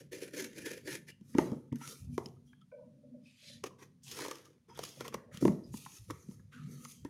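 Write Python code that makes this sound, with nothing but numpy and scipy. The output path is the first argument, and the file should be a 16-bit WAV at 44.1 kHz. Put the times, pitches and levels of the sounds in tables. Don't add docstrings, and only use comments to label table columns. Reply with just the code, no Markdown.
import sys
import numpy as np
from scipy import signal
from scipy.fft import rfft, irfft, next_fast_len
from scipy.io import wavfile
from scipy.ndimage import uniform_filter1d

SR = 44100
rng = np.random.default_rng(int(sys.argv[2]) if len(sys.argv) > 2 else 0)


def output_pcm(signal):
    pcm = np.clip(np.atleast_2d(signal).T, -1, 1) * 32767
    wavfile.write(sys.argv[1], SR, np.round(pcm).astype(np.int16))


def nominal_scale(level):
    x = np.asarray(level, float) / 20
    return 10 ** x


N = 312669

# frequency in Hz, level in dB per Hz.
TAPE_RASP = [(1530, -23), (2600, -1.5), (2960, 1), (4100, -5.5), (5110, -1.5), (6470, -0.5), (7830, -10.5),
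             (9690, -7.5), (12200, -10), (16000, -23)]
# frequency in Hz, level in dB per Hz.
SAW_RASP = [(1350, -31), (2600, 1), (3390, 0), (3720, -3), (4200, -2), (4960, -0.5), (6430, 1), (8320, -8),
            (8980, -7.5), (9330, -3.5), (10800, -1.5), (11900, -8), (14800, -11.5), (16000, -28.5)]
# mode in Hz, width in Hz, level in dB.
SAWN_FLAP = [(900, 150, -10), (1660, 620, -3.5), (1776, 180, 5), (2054, 460, -2), (2430, 230, -4)]
# curve of the rise, curve of the fall, card ring in dB, ring in dB
# per dB of weight, box in dB, box in dB per dB of weight, share by which the box outlasts the rasp.
SAW_RULE = (3, 1, -0.5, -0.14, 0.53, 0.765, 0.0765)


def evened(x):
    return x / np.sqrt(np.mean(x ** 2) + 1e-20)


def add(mix, s, sound):
    part = mix[round(s * SR):][:len(sound)]
    part += sound[:len(part)]


def coloured(x, points):
    f, db = np.transpose(points)
    size = next_fast_len(len(x), True)
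    hz = np.fft.rfftfreq(size, 1 / SR)
    gain = nominal_scale(np.interp(np.log(hz + 1), np.log(f), db))
    return irfft(rfft(x, size) * gain, size)[:len(x)]


def resonate(x, hz, width):
    b, a = signal.iirpeak(hz, hz / width, SR)
    return signal.lfilter(b, a, signal.lfilter(b, a, x))


def body(x, modes):
    return sum((-1) ** k * nominal_scale(db) * resonate(x, hz, width) for k, (hz, width, db) in enumerate(modes))


def lumps(n, seconds):
    size = max(int(seconds * SR), 2)
    return evened(uniform_filter1d(uniform_filter1d(rng.standard_normal(n), size), size))


def patchy(x, patchy_db, bins, frames):
    z = signal.stft(x, nperseg=512, noverlap=384)[2]
    patches = uniform_filter1d(uniform_filter1d(rng.standard_normal(z.shape), bins, 0), frames, 1)
    return signal.istft(z * nominal_scale(patchy_db * evened(patches)), nperseg=512, noverlap=384)[1][:len(x)]


def stroke(row, rule):
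    s, rise, fall, db, weight = row
    up, down, mid_db, mid_share, box_db, box_share, linger = rule
    depth_db = 30
    u = np.linspace(0, 1, num=12)
    drop = depth_db * np.r_[(1 - u) ** up, (1.25 * u[1:]) ** down]
    t = s + np.r_[rise * u, rise + 1.25 * fall * u[1:]]
    mid = mid_db + mid_share * weight + 0 * t
    box = box_db + box_share * weight + linger * drop * (t > s + rise)
    return np.transpose([t, db - drop, mid, box])


def rub(rows, treble, mids, slips_per_s, slip_db, grit_db, judder_db):
    # mode in Hz, width in Hz, level in dB.
    box_modes = [(293.2, 48.6, 11), (372, 86, 8.5), (489, 113, 8), (607, 26, -7.5), (710, 48, -16)]
    longest = 28000
    s, *columns = np.transpose(rows)
    t = np.arange(s[0], s[-1], 1 / SR)[:longest]
    top_db, mid_db, box_db = (np.interp(t, s, c) for c in columns)
    slip_size = nominal_scale(slip_db * np.minimum(rng.exponential(1, longest), 3))
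    slips = (rng.random(longest) < slips_per_s / SR) * slip_size
    sag = signal.lfilter([1], [1, -np.exp(-1 / (0.0056 * SR))], slips)
    grit = nominal_scale(grit_db * lumps(longest, 0.0002) + judder_db * lumps(longest, 0.004))
    drive = evened(((1 + sag) * grit * rng.standard_normal(longest))[:len(t)])
    sound = evened(coloured(drive, treble))
    sound = sound + nominal_scale(mid_db) * evened(body(drive, mids))
    sound = sound + nominal_scale(box_db) * evened(body(drive, box_modes))
    fades = signal.windows.tukey(len(t), 0.0016 / (s[-1] - s[0]))
    return s[0], nominal_scale(top_db) * sound * fades


def room_tone():
    # mode in Hz, width in Hz, level in dB.
    room_modes = [(72, 39, -4), (102.2, 23, 2), (140.4, 22, 1.5), (185, 54, -2.5), (238.7, 31, -6.5)]
    # start in seconds, rise in seconds, fall in seconds,
    # level in dB, tilt toward the highest mode in dB.
    swells = [(0.0, 0.0021, 4.6, -56, 0.5), (.3, 0.15, 0.76, -56, 6.5), (.83, 0.14, 0.38, -55, 2.5),
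              (1.131, 0.41, 0.74, -55.5, 10), (1.83, 0.081, 0.11, -52.5, 9), (2.2, 0.09, 1.2, -55.5, 6),
              (2.78, 0.12, 0.82, -59.5, 11), (3.0, 0.24, 0.15, -62, 14.5), (3.4, 0.17, 2.4, -57.5, 3),
              (3.7, 0.52, 0.34, -59.5, 2), (4.62, 0.23, 0.24, -56.5, -2), (4.95, 0.098, 0.55, -51.5, 5),
              (5.201, 0.2, 0.19, -54.5, -3), (6.3, 0.15, 0.22, -56.5, -7.5), (6.5, 0.18, 0.6, -47.5, 5.5)]
    # start in seconds, rise in seconds, fall in seconds,
    # level in dB, tilt in dB.
    rumble = [(1.33, 0.1, 0.29, -39.5, 5.3), (1.5, 0.081, 0.21, -50, 4), (1.715, 0.013, 0.1, -37.5, 8.5),
              (1.987, 0.046, 0.45, -47, -13.5), (2.05, 0.074, 0.3, -43.5, 4), (5.12, 0.049, 0.076, -48, -3),
              (5.41, 0.056, 0.18, -29, 8), (5.58, 0.15, 0.17, -48, -5), (5.831, 0.02, 0.28, -57, -6),
              (5.98, 0.034, 0.094, -61, -24), (6.05, 0.072, 0.17, -53, -11), (6.2, 0.12, 0.22, -56.5, -8.5),
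              (6.8, 0.48, 0.18, -57, -3), (6.991, 0.078, 0.018, -55, -14)]
    tone_rule = (3.5, 1.07, -10.5, -0.85, -7, 1.22, 0.0859)
    # frequency in Hz, level in dB per Hz.
    residue_hiss = [(410, -12), (700, -7.5), (757, -14.5), (819, -10), (1350, -11.5), (5060, -14.5),
                    (6230, -14), (8400, -21), (9100, -11), (10200, -20), (16000, -28)]
    quiet_db, residue_db = -80.5, -85.5
    power = np.full((3, N), nominal_scale(2 * quiet_db))
    for row in swells + rumble:
        s, db, low_db, high_db = stroke(row, tone_rule).T
        t = np.arange(s[0], s[-1], 1 / SR)
        for part, part_db in zip(power, (db + low_db, db, db + high_db)):
            add(part, s[0], nominal_scale(2 * np.interp(t, s, part_db)))
    low, middle, high = np.sqrt(power)
    modes = []
    for hz, width, db in room_modes:
        swaying = nominal_scale(db + 1.9 * lumps(N, 0.098))
        modes.append(swaying * evened(resonate(rng.standard_normal(N), hz, width)))
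    tone = low * evened(modes[0] + modes[1])
    tone = tone + 0.7 * middle * evened(modes[2] + modes[3]) + high * modes[4]
    residue = patchy(evened(coloured(rng.standard_normal(N), residue_hiss)), 0.61, bins=3, frames=8)
    return tone + nominal_scale(residue_db) * residue


def far_knocks():
    # time in seconds, peak in dB, t60 in seconds, upper modes in relative dB.
    knocks = [
        (2.716, -44, 0.65, 16),
        (3.03, -54, 0.62, -17),
        (3.14, -52, 0.38, -4),
        (3.42, -67, 0.42, -14.5),
        (3.49, -58, 0.28, -1),
    ]
    # mode in Hz, width in Hz, level in dB.
    far_modes = [(501, 38, 5), (551.5, 33, 4.5), (594, 46, 6), (1000, 64, -36), (1500, 59, -26.5),
                 (2320, 125, -32.5)]
    out, t = np.zeros(N), np.arange(20000) / SR
    for s, db, t60, upper_db in knocks:
        tail = rng.standard_normal(len(t)) * (np.exp(-t / 0.0014) + 0.4 * nominal_scale(-60 * t / t60))
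        low = body(tail, far_modes[:3])
        upper = body(tail * np.exp(-t / 0.07), far_modes[3:])
        add(out, s, nominal_scale(db) * (low + nominal_scale(upper_db) * upper) / abs(low).max())
    return out


def room(x):
    # frequency in Hz, t60 in seconds.
    decay = [(150, 0.39), (500, 0.59), (1150, 0.32), (1500, 0.31), (5000, 0.3), (12000, 0.28)]
    taps, at = np.zeros(SR // 2), np.arange(250, SR // 2 - 20, 20)
    taps[at + rng.integers(0, 20, len(at))] = rng.choice([-1., 1.], len(at))
    hz, t, z = signal.stft(taps, SR, nperseg=256)
    t60 = np.interp(hz, *np.transpose(decay))[:, None]
    tail = signal.istft(z * nominal_scale(-60 * t / t60), SR, nperseg=256)[1]
    return signal.fftconvolve(x, tail / np.linalg.norm(tail))[:N]


def hums():
    # time in seconds, level in dB, pitch in Hz, t60 in seconds, width as a share of the pitch.
    hum_events = [(1.395, -40.5, 600, 0.35, 0.32), (1.46, -55.5, 1080, 0.37, 0.48),
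                  (1.525, -47, 516, 0.2, 0.4), (2.19, -57, 1000, 0.27, 0.23), (2.47, -77.5, 3250, 1.5, .08),
                  (4.03, -58, 6500, 0.58, 0.83), (4.058, -62.5, 2660, 0.2, 0.054),
                  (4.686, -64.5, 1300, 0.25, .1), (4.69, -71, 2270, 0.25, 0.054),
                  (4.695, -72, 3230, 0.37, 0.093), (4.695, -67, 5080, 0.21, 0.04),
                  (4.7, -71, 6030, 0.18, 0.042), (4.96, -61, 540, 0.67, 0.17), (5.045, -46, 1050, 0.13, .2),
                  (5.16, -59, 530, 0.45, .25), (5.28, -60, 517, 1, 0.28), (5.49, -46, 567, 0.4, 0.35),
                  (6.115, -66, 1144, 0.31, 0.13), (6.13, -68, 2070, 0.46, 0.25),
                  (1.95, -64.5, 2290, 0.13, 0.071), (2.19, -55.5, 750, 0.54, 0.31),
                  (1.752, -54, 1710, .08, .25), (6.525, -55.5, 1500, .3, 0.2), (6.58, -65, 1260, .5, .15),
                  (7.045, -57, 1770, 0.13, 0.25), (1.34, -52.5, 1900, .1, 0.45),
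                  (1.716, -60.5, 2000, .12, 0.29), (.365, -50.5, 6300, 0.52, .1),
                  (.64, -52, 1764, 0.81, 0.088), (.87, -48.5, 1746, 0.56, 0.11),
                  (.88, -58, 10500, .6, 0.12), (5.312, -61.5, 1770, .3, .2), (4.752, -60, 3300, .2, .2),
                  (5.17, -66, 1700, 0.54, 0.31), (2.78, -74, 950, .8, 0.14), (6.19, -67.5, 6280, .5, .15),
                  (5.455, -30, 195, .5, .15), (2.608, -64, 3300, .07, .1), (3.255, -66, 2500, .8, .12),
                  (3.7, -64, 1050, .4, .12)]
    out, t = np.zeros(N), np.arange(9000) / SR
    fade = np.cos(np.pi / 2 * t / t[-1])
    for s, db, hz, t60, share in hum_events:
        ring = resonate(rng.standard_normal(len(t)), hz, share * hz)
        add(out, s, nominal_scale(db - 60 * t / t60) * np.minimum(t / 0.0075, 1) * fade * evened(ring))
    return out


def pings():
    # time in seconds, peak in dB, pitch in Hz, t60 in seconds.
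    ping_events = [
        (1.097, -56, 2850, 0.23),
        (2.186, -58, 904, 0.37),
        (2.259, -39, 5200, 0.0098),
        (2.363, -70.5, 1254, 0.036),
        (2.611, -64.5, 1290, 0.09),
        (4.454, -61, 1220, 0.091),
        (4.699, -53, 933, 0.096),
        (5.637, -56.5, 5000, 0.16),
        (7.1, -51, 1340, .3),
    ]
    out, t = np.zeros(N), np.arange(9000) / SR
    fade = np.cos(np.pi / 2 * t / t[-1])
    for s, db, hz, t60 in ping_events:
        ring = resonate(rng.standard_normal(len(t)) * nominal_scale(-60 * t / t60), hz, 0.09 * hz)
        add(out, s, nominal_scale(db) * fade * ring / abs(ring).max())
    return out


def ticks():
    # time in seconds, peak in dB.
    fibres = [(4.1893, -33.5), (4.313, -34), (4.3555, -41), (4.3843, -46), (4.4557, -54), (4.838, -29.5),
              (5.1418, -35.5), (2.286, -53), (4.7527, -54.5), (5.062, -44), (5.345, -46), (5.8894, -51),
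              (5.9193, -47.5), (5.985, -49.5), (5.52, -49.5)]
    out, t = np.zeros(N), np.arange(800) / SR
    for s, db in fibres:
        snap = evened(coloured(rng.standard_normal(len(t)), TAPE_RASP))
        add(out, s, nominal_scale(db) * 0.5 * snap * np.exp(-t / 0.0023))
    return out


def hand():
    # start in seconds, rise in seconds, fall in seconds,
    # skin hiss in dB, weight in dB.
    slides = [(1.2, 0.11, 0.18, -68.5, -4), (1.34, 0.058, 0.24, -57, 9), (1.74, 0.16, 0.17, -52, -6),
              (1.9, 0.1, 0.12, -64.5, -25.5), (2.07, 0.083, 0.075, -67, -21), (2.17, 0.013, 0.25, -70.5, 0),
              (2.2, 0.043, 0.2, -71.5, -17), (2.43, 0.044, 0.21, -80, -11), (5.4, 0.014, 0.26, -55, 3.5),
              (5.6, 0.098, 0.13, -73.5, -13), (5.71, 0.037, 0.56, -55, -12), (5.78, 0.195, 0.05, -59, -8),
              (6.08, 0.032, 0.018, -59, 6), (6.11, .03, 0.54, -70.5, 1), (6.2, .13, 0.14, -70, -2),
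              (6.49, 0.089, 0.39, -86, -12), (6.63, 0.1, 0.3, -63.5, -1), (6.72, 0.13, 0.11, -60, -9.5),
              (6.85, 0.043, 0.23, -58, -25), (7.02, 0.045, 0.068, -75, 6)]
    touches = [
        (3.2, 0.071, 0.35, -72, -47.5),
        (3.3, 0.2, 0.064, -55.5, -16.5),
        (3.45, 0.086, .15, -59.5, -21),
    ]
    scratches = [
        (1.79, 0.035, 0.15, -61, 8.5),
        (5.31, 0.035, 0.14, -61.5, 7.5),
        (6.51, 0.019, 0.4, -75, 14),
    ]
    hand_rule = (1.5, 1.08, -5.5, 0.99, 2.5, 1.82, 0.16)
    scratch_rule = (1.5, 1.3, -5, 1.25, -24, 1.83, -0.36)
    # frequency in Hz, level in dB per Hz.
    skin_hiss = [(1530, -28.5), (2400, -2.5), (3550, -6), (5080, -3.5), (6330, 1.5), (7890, -8),
                 (10300, -2), (15100, -14), (16000, -25)]
    # frequency in Hz, level in dB per Hz.
    soft_hiss = [(880, -44.5), (1500, -23), (1810, -6), (2610, -3), (3220, -1), (5020, -1.5), (8240, -11.5),
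                 (11200, -14), (16000, -38.5)]
    # mode in Hz, width in Hz, level in dB.
    card = [(940, 190, -18), (1290, 230, 11.5), (1772, 630, 3.5), (2600, 2600, 2)]
    out = np.zeros(N)
    gestures = ((slides, hand_rule, skin_hiss), (touches, hand_rule, soft_hiss),
                (scratches, scratch_rule, skin_hiss))
    for rows, rule, treble in gestures:
        for row in rows:
            add(out, *rub(stroke(row, rule), treble, card,
                          slips_per_s=8, slip_db=0.6, grit_db=1.1, judder_db=0.5))
    return patchy(out, 3.7, bins=2, frames=28)


def all_blows():
    # time in seconds, peak in dB, box pitch in Hz,
    # flap ring in relative dB, crack in relative dB.
    thuds = [(1.209, -40.5, 200, -33.5, -19.5), (1.348, -17, 252, -22, -30), (1.382, -8.5, 319, -14, -16.5),
             (1.516, -22, 230, -23.5, -24), (1.724, -24.5, 262, -23, -23.5), (1.811, -42, 250, -3, -29),
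             (1.874, -46, 188, -10, 12.5), (2.177, -19, 381, -9, -17), (2.257, -37, 221.8, -20, -3.5),
             (5.423, -14, 290, -28, -33), (5.45, -8, 337, -19, -24), (5.477, -15.5, 331, -13.5, -19.5),
             (5.488, -19, 191, -36, -31), (5.738, -29, 219, -14.5, -31), (6.285, -32, 208, -39.5, -26),
             (6.31, -40.5, 187, -21.5, -16), (7.047, -29, 290, -15.5, -15.5), (1.404, -28.5, 297, -27, -35),
             (1.53, -30, 264, -23.5, -24), (5.147, -35, 200, -30, -27), (5.339, -39, 153, -17, -12)]
    # time in seconds, peak in dB, flap pitch in Hz,
    # flap ring in relative dB, crack in relative dB.
    snags = [(0.878, -39.5, 1780, -0.5, 4.5), (3.637, -29, 860, -4, -1), (4.247, -33.5, 930, -4, -3.5),
             (4.259, -32, 1000, -6, -3.5), (4.281, -33, 1000, -12, -2.5), (4.31, -36.5, 1140, 1.5, 4),
             (4.789, -30, 816, -3, 0), (4.832, -37.5, 1170, -2, 2), (5.006, -32.5, 1390, -6, 0),
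             (5.078, -37.5, 1090, -6.5, 3.5), (5.141, -26, 1065, -5.5, -6), (6.098, -44, 1030, 10, -8.5),
             (6.104, -41, 1110, 6, 6), (5.123, -49, 1080, 2.5, -12), (4.773, -46, 910, -1, 1),
             (4.188, -40, 960, 1, -11)]
    taps = [
        (1.756, -36.5, 2860, -23, -9.5),
        (2.529, -58.5, 1660, 4, -15),
        (2.613, -56, 1280, -15, -9),
        (5.371, -41.5, 3100, -10, 9),
        (5.86, -48, 1000, 9.5, 0),
        (6.393, -49.5, 1620, -13, -14),
        (6.848, -49, 1210, 6.5, 12),
    ]
    thud_flap_hz, snag_box_hz, tap_box_hz = 927.5, 474, 194
    rows = [(s, db, hz, thud_flap_hz, *rest) for s, db, hz, *rest in thuds]
    rows += [(s, db, snag_box_hz, *rest) for s, db, *rest in snags]
    return rows + [(s, db, tap_box_hz, *rest) for s, db, *rest in taps]


def blows():
    # mode in Hz, width in Hz, level in dB.
    struck = [(931, 200, 5), (1229, 620, 1), (1900, 360, 0.5), (2326, 430, -3)]
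    out, t = np.zeros(N), np.arange(4000) / SR
    for s, db, box_hz, flap_hz, flap_db, crack_db in all_blows():
        puff = rng.standard_normal(len(t))
        turns = box_hz * t
        box = np.sin(2 * np.pi * turns) * np.exp(-turns / 1.124)
        box = box + 0.25 * np.sin(2 * np.pi * 1.603 * turns) * np.exp(-turns / 1.13)
        push = 1 - np.exp(-(turns / 0.63) ** 2)
        burst = puff * np.exp(-t / 0.0031)
        flap = evened(resonate(burst, flap_hz, 240)) + 0.57 * evened(body(burst, struck))
        crack = coloured(puff, TAPE_RASP) * (np.exp(-t / 0.0011) + 0.22 * np.exp(-t / 0.0082))
        flap, crack = flap / abs(flap).max(), crack / abs(crack).max()
        add(out, s + 0.002, nominal_scale(db) * (1.86 * box * push + nominal_scale(flap_db) * flap + nominal_scale(crack_db) * crack))
    return out


def catches():
    # start in seconds, rise in seconds, fall in seconds, tape rasp in dB, weight in dB.
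    catch_events = [(.213, 0.0079, 0.038, -51, 13), (.238, 0.0064, .02, -53.5, 8),
                    (0.367, 0.0043, .025, -46.5, 5), (.386, 0.014, 0.027, -45.5, 4.5),
                    (.417, 0.0071, .016, -47, 6), (.438, .01, .015, -47, 3), (.562, 0.0037, .02, -68, 5),
                    (.583, 0.0061, 0.018, -54, 6), (.64, 0.027, 0.039, -51.5, 12),
                    (.708, 0.0073, 0.019, -46.5, 6), (.726, 0.0091, 0.025, -51, 5.5),
                    (0.771, .008, 0.019, -55, 5), (.871, 0.0069, 0.029, -46, 8),
                    (0.901, .008, 0.021, -49, 0), (.925, 0.0047, 0.02, -45.5, 3), (.946, .01, .014, -46, 0)]
    out = np.zeros(N)
    for row in catch_events:
        add(out, *rub(stroke(row, SAW_RULE), SAW_RASP, SAWN_FLAP,
                      slips_per_s=240, slip_db=0.0, grit_db=1.7, judder_db=0.5))
    return out


def knife():
    # start in seconds, rise in seconds, fall in seconds, tape rasp in dB, weight in dB.
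    saws = [(0.0, 0.001, 0.1, -63.5, 15.5), (0.111, 0.019, 0.077, -53.5, 11.5), (.12, 0.019, 0.45, -57, 10),
            (.2, 0.028, 0.086, -54.5, 9), (.326, 0.023, 0.039, -50.5, 10.5), (.33, 0.071, 0.2, -49.5, 3),
            (0.539, 0.051, 0.27, -55, 2.5), (0.641, 0.038, 0.19, -48, 3.5), (.83, 0.08, 0.09, -53.5, 8),
            (.85, 0.1, 0.07, -49.5, -3), (1.061, 0.044, 0.023, -58, -4.5)]
    cuts = [(3.632, 0.011, 0.023, -52, 5), (3.647, 0.02, 0.027, -51.5, 1.5), (3.779, 0.014, .15, -67, 1),
            (3.801, 0.031, 0.036, -61, 1.5), (4.02, 0.1, 0.34, -50.5, -15), (4.08, .13, 0.3, -49.5, 0),
            (4.3, 0.011, 0.037, -58, 0.5), (4.298, .05, 0.14, -65.5, -10), (4.44, 0.016, 0.045, -64, -12),
            (4.679, 0.01, .15, -73, 3.5), (4.72, 0.077, 0.22, -59, 0), (4.77, 0.082, 0.22, -51.5, -15),
            (4.879, 0.12, 0.15, -62.5, -9), (4.994, 0.016, 0.049, -53, 2.5),
            (5.035, 0.017, 0.067, -53.5, 2.5), (5.109, 0.04, 0.021, -59.5, 6.5)]
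    cut_rule = (1.71, 1.24, 0.05, 1.26, 0.16, 1.6, 0.33)
    # mode in Hz, width in Hz, level in dB.
    seam = [(910, 660, 11), (1276, 430, 11), (1710, 890, 9.5), (2680, 880, 8)]
    out = np.zeros(N)
    for row in saws:
        add(out, *rub(stroke(row, SAW_RULE), SAW_RASP, SAWN_FLAP,
                      slips_per_s=180, slip_db=-4.5, grit_db=1.1, judder_db=0.95))
    for row in cuts:
        add(out, *rub(stroke(row, cut_rule), TAPE_RASP, seam,
                      slips_per_s=25, slip_db=0.6, grit_db=1.5, judder_db=0.4))
    return patchy(out, 2.6, bins=2, frames=22)


def scene():
    hits, cuts = blows(), knife() + catches()
    near = hits + cuts + hand() + pings() + ticks() + hums()
    echo = nominal_scale(-14) * room(hits) + nominal_scale(-16) * room(cuts)
    return (near + echo + far_knocks() + room_tone())[None]


def low_pass(x):
    return signal.sosfilt(signal.butter(12, 16480, fs=SR, output="sos"), x)


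def record(dry):
    mix = signal.oaconvolve(dry, signal.firwin(255, 16500, fs=SR)[None], "same")
    mix = signal.sosfilt(signal.butter(3, 50, "high", fs=SR, output="sos"), mix)
    return low_pass(mix)


dry = scene()
out = record(dry)
output_pcm(out)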